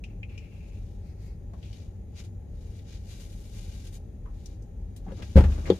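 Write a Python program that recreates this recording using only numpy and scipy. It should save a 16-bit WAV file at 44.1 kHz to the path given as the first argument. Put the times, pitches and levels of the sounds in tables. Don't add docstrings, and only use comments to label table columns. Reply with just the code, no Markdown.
import sys
import numpy as np
from scipy import signal
from scipy.fft import rfft, irfft
from scipy.io import wavfile

SR = 44100
rng = np.random.default_rng(int(sys.argv[2]) if len(sys.argv) > 2 else 0)


def waveform_to_disk(signal):
    frames = np.transpose(np.atleast_2d(signal))
    scaled = np.clip(frames, -1, 1) * 32767
    samples = np.round(scaled).astype(np.int16)
    wavfile.write(sys.argv[1], SR, samples)


N = 255339
TIME_S = np.arange(N) / SR

# freq_hz, left_minus_right_db
BALANCE = [(100, 1.37), (250, 2.5), (500, 4.5), (1100, 2), (2600, 4.5), (5500, 7), (8000, 1.5),
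           (14000, -0.5)]


def amp(db):
    return 10 ** (np.asarray(db) / 20)


def at_hz(points, hz):
    points_hz, values = np.transpose(points)
    return np.interp(np.log(hz + 1), np.log(points_hz + 1), values)


def add(mix, start_s, sound):
    part = mix[:, max(round(start_s * SR), 0):][:, :sound.shape[1]]
    part += sound[:, :part.shape[1]]


def cabin_field(pair, spectrum, ripple_db):
    # freq_hz, correlation
    likeness = [(100, .99), (300, 0.74), (600, 0.5), (1200, 0), (2400, .25), (4400, 0), (15000, 0)]
    hz = np.fft.rfftfreq(pair.shape[1], 1 / SR)
    a, b = rfft(pair)
    correlation = np.clip(at_hz(likeness, hz), -1, 1)
    lean = amp(at_hz(BALANCE, hz) / 2)
    field = np.array([a * lean, (correlation * a + np.sqrt(1 - correlation ** 2) * b) / lean])
    comb = np.interp(hz / 70, np.arange(1024), rng.standard_normal(1024)) * (1 - correlation)
    out = irfft(field * amp(at_hz(spectrum, hz) + ripple_db * comb), pair.shape[1])
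    return out / np.sqrt(np.mean(out ** 2) + 1e-20)


def noise(spectrum, size=N, ripple_db=4.0):
    return cabin_field(rng.standard_normal((2, size)), spectrum, ripple_db)


def friction(spectrum, slips_per_s, spread_db, tail_t60_s):
    slips = (rng.random(N) < slips_per_s / SR) * amp(spread_db * np.minimum(rng.exponential(1, N), 4))
    power = signal.lfilter([1], [1, -np.exp(-np.log(1e6) / (tail_t60_s * SR))], slips ** 2)
    grain = np.sqrt(power) * rng.standard_normal((2, N))
    return cabin_field(grain, spectrum, ripple_db=2.8)


def stroke(middle_s, level_db, length_s, steepness=5.06):
    return amp(level_db) ** 2 / (1 + np.abs(2 * (TIME_S - middle_s) / length_s) ** steepness)


def push(start_s, length_s, level_db, catch_s=0.018, ease_db_per_s=15.5, release_db_per_s=132):
    t = np.maximum(TIME_S - start_s, 0)
    fall_db = ease_db_per_s * t + release_db_per_s * np.maximum(t - length_s, 0)
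    return np.minimum(t / catch_s, 1) * amp(level_db - fall_db)


def burst(spectrum, t60_s, rise_s, direct_gain, direct_s=0.0049, size=16384):
    t = np.arange(size) / SR
    decay = amp(-60 * t / t60_s) + direct_gain * np.exp(-t / direct_s)
    return noise(spectrum, size) * (1 - np.exp(-t / rise_s)) * decay


def tick(centre_hz, width_oct, t60_s):
    hz = np.geomspace(50, SR / 2, 90)
    hump_db = -20 * np.log10(1 + (np.log2(hz / centre_hz) / width_oct) ** 2)
    return burst(np.c_[hz, hump_db], t60_s, rise_s=0.0007, direct_gain=0.3)


def strike(blows, modes, build_s):
    t = np.arange(SR) / SR
    ring, out = np.zeros((2, SR)), np.zeros((2, N))
    for hz, level_db, t60_s in modes:
        lean_db = at_hz(BALANCE, hz) * np.array([[0.5], [-0.5]])
        ring += amp(level_db + lean_db - 60 * t / t60_s) * np.sin(2 * np.pi * hz * t)
    ring *= np.exp(-t / build_s) - 1
    for start_s, force_db, contact_s, _ in blows:
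        pulse = np.sin(np.pi * t[t < contact_s] / contact_s) ** 2
        add(out, start_s, amp(force_db) * signal.fftconvolve(ring, pulse[None] / pulse.sum(), axes=1))
    return out


def background(rumble_db=-39, hiss_db=-72.5):
    # freq_hz, relative_db
    rumble = [(12, -33.5), (28, -14), (40, 1.5), (54, -3), (70, -4), (100, -3.5), (128, -17), (185, -14),
              (265, -24), (476, -29), (654, -39), (827, -38.5), (1100, -61), (1600, -90.5)]
    hiss = [(500, -33.5), (1100, 2.5), (2100, 0.5), (3500, -7.5), (4700, -11.5), (5800, -9), (6700, -0.5),
            (7400, -14), (11000, -9.5), (15500, -16.5)]
    return amp(rumble_db) * noise(rumble) + amp(hiss_db) * noise(hiss, ripple_db=3.3)


def finger_taps():
    # start_s, level_db, centre_hz, width_oct, t60_s
    taps = [(1.534, -51, 745, 0.55, 0.15), (1.627, -57.5, 2800, 0.49, 0.48),
            (1.728, -52.5, 3500, 0.53, 0.13), (2.79, -57.5, 2670, 0.54, 0.085),
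            (4.256, -54.5, 1100, 0.3, 0.22), (4.458, -47.5, 5450, 0.56, 0.078),
            (4.622, -64.5, 6200, .37, 0.12), (4.963, -52, 5610, 1.4, 0.11), (5.065, -43, 796, 0.075, 0.064),
            (5.2229, -44.5, 2400, 0.43, 0.07), (5.5202, -46, 2070, 0.59, 0.085),
            (5.655, -46, 2140, 0.27, 0.22)]
    out = np.zeros((2, N))
    for start_s, level_db, centre_hz, width_oct, t60_s in taps:
        add(out, start_s, amp(level_db) * tick(centre_hz, width_oct, t60_s))
    return out


def glasses():
    # start_s, length_s, level_db
    pushes = [(0.07, 0.027, -63.5), (0.279, 0.48, -59)]
    # middle_s, level_db, length_s
    pats = [(1.084, -67, 0.081), (1.259, -67, 0.13)]
    # freq_hz, relative_db
    scrape = [(1000, -18), (1900, -13.5), (2350, -0.5), (2700, 1), (3200, -15), (4500, -17.5), (9000, -30)]
    rustle = [(1400, -10.5), (2100, -1.5), (2600, -3), (3100, -17), (4500, -2.5), (5400, -8),
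              (12000, -21.5)]
    # start_s, ring_db, ring_hz, snap_db
    clicks = [(.038, -42.5, 2660, -57.5), (0.2298, -40.5, 2420, -73), (.377, -44, 2660, -57)]
    out = friction(scrape, slips_per_s=510, spread_db=2.5, tail_t60_s=0.18)
    out *= sum(push(*row) for row in pushes)
    out += np.sqrt(sum(stroke(*row) for row in pats)) * noise(rustle)
    for start_s, ring_db, ring_hz, snap_db in clicks:
        ring = amp(ring_db) * tick(ring_hz, width_oct=0.14, t60_s=0.088)
        snap = amp(snap_db) * tick(centre_hz=5600, width_oct=0.3, t60_s=0.13)
        add(out, start_s, ring + snap)
    return out


def cloth(gain_db=1.82, split_hz=7200, waver_db=0.8, waver_s=0.035, rasp_hz=2350, rasp_width_hz=130):
    # middle_s, relative_db, length_s, treble_db
    rubs = [(.76, -71, 0.37, 1), (1.245, -71, 0.063, 6), (1.735, -62.5, 0.19, -3),
            (2.192, -52.5, 0.043, -4), (2.242, -61.5, 0.049, 1.5), (2.716, -66.5, 0.23, 0.5),
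            (2.93, -57, 0.085, -4.5), (3.122, -56.5, 0.093, 1), (3.222, -57, 0.06, 2.5),
            (3.428, -64, 0.47, 5), (3.576, -56, 0.051, 1.5), (3.726, -58.5, 0.23, 1),
            (3.869, -55.5, .034, 3), (3.952, -59.5, 0.042, 8), (4.456, -69, 0.17, 1), (5.22, -58, 0.1, -5),
            (5.58, -57.5, 0.47, -0.5), (5.684, -52, .026, -21)]
    # freq_hz, relative_db
    spectrum = [(400, -6), (1200, -6.5), (2050, -4.5), (2380, -1), (2650, -6), (2900, 1), (4300, -2),
                (5800, -4), (6750, -0.5), (7300, -6.5), (11400, -10), (15300, -23)]
    grain = friction(spectrum, slips_per_s=900, spread_db=0.5, tail_t60_s=0.057)
    grain *= amp(waver_db * np.interp(TIME_S / waver_s, np.arange(1024), rng.standard_normal(1024)))
    treble = signal.sosfiltfilt(signal.butter(4, split_hz, "high", fs=SR, output="sos"), grain)
    papery_peak = signal.iirpeak(rasp_hz, rasp_hz / rasp_width_hz, fs=SR)
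    rasp = amp(-4) * signal.lfilter(*papery_peak, grain.mean(0))
    body = grain - treble + rasp
    body_power = sum(stroke(s, db, length_s) for s, db, length_s, _ in rubs)
    treble_power = sum(stroke(s, db + treble_db, length_s) for s, db, length_s, treble_db in rubs)
    return amp(gain_db) * (np.sqrt(body_power) * body + np.sqrt(treble_power) * treble)


def sleeve():
    # middle_s, level_db, length_s
    drags = [(5.093, -40.5, .04), (5.208, -37.5, 0.036), (5.51, -38.5, .18), (5.706, -35, 0.1)]
    # freq_hz, relative_db
    spectrum = [(80, 13.5), (190, 9), (450, 1.5), (650, -5.5), (850, -7), (1200, -10.5), (2200, -19),
                (4000, -34), (8000, -49)]
    envelope = np.sqrt(sum(stroke(*row) for row in drags))
    return envelope * friction(spectrum, slips_per_s=480, spread_db=5.5, tail_t60_s=0.17)


def handle():
    # start_s, force_db, contact_s, snap_db
    blows = [(5.7005, 3.5, 0.0017, -29.5), (5.7201, -10.5, 0.00065, -52)]
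    # pitch_hz, level_db, t60_s
    modes = [(86.5, -23.5, 0.18), (186.2, -16, 0.15), (322, -21, 0.1), (390, 11, 0.026), (448.7, 9, 0.031),
             (488.5, -5.5, 0.055), (838, -6.5, 0.027)]
    # freq_hz, relative_db
    plastic = [(400, -3), (900, 7.5), (1400, 0.5), (2100, -3.5), (2650, -7.5), (3330, 9), (4050, -9),
               (4600, -3), (5300, -20), (6900, -12), (8000, -23), (15000, -36)]
    out = strike(blows, modes, build_s=0.013)
    for start_s, _, _, snap_db in blows:
        snap = burst(plastic, t60_s=0.078, rise_s=0.00064, direct_gain=1.04, direct_s=0.003)
        add(out, start_s, amp(snap_db) * snap)
    return out


def latch():
    # start_s, force_db, contact_s, rattle_db
    blows = [(5.118, -28, 0.0016, -48), (5.221, -24, 0.005, -44), (5.3558, 3.5, 0.003, -36.5),
             (5.3642, -23.5, 0.0016, -26.5), (5.3714, -5, .0015, -26), (5.3816, -11, 0.0035, -26),
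             (5.3926, -10, 0.0027, -39), (5.405, -9, 0.0028, -32), (5.4382, -23, 0.0021, -32.5)]
    # pitch_hz, level_db, t60_s
    modes = [(43.16, -18, 1), (72, -9.5, 0.59), (80.2, -3, 0.14), (94.4, -8, 0.57), (121.4, -16, 0.28),
             (172.3, 10.5, 0.028), (192.5, -24.5, 0.42), (277, -12, 0.086), (367, -12.5, 0.13),
             (430, -16, 0.13), (483, 0, 0.03), (529, 9.5, 0.04), (857, -19.5, 0.14), (985, -6.5, 0.071)]
    # freq_hz, relative_db
    metal = [(250, 2.5), (600, -3.5), (865, -2), (1100, -12.5), (1270, -6.5), (1650, -11), (2300, -15),
             (3400, -19.5), (6500, -29), (8400, -33), (9150, -27), (9800, -36.5), (15300, -39)]
    out = strike(blows, modes, build_s=0.0095)
    for start_s, _, _, rattle_db in blows:
        add(out, start_s, amp(rattle_db) * burst(metal, t60_s=0.13, rise_s=0.0014, direct_gain=1.0))
    return out


def scene():
    return background() + glasses() + cloth() + sleeve() + finger_taps() + latch() + handle()


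def record(dry, cutoff_hz=15480):
    limited = dry / (1 + dry ** 8) ** (1 / 8)
    lowpass = signal.firwin(511, cutoff_hz, window=("kaiser", 9), fs=SR)
    return signal.oaconvolve(limited, lowpass[None], "same")


dry = scene()
out = record(dry)
waveform_to_disk(out)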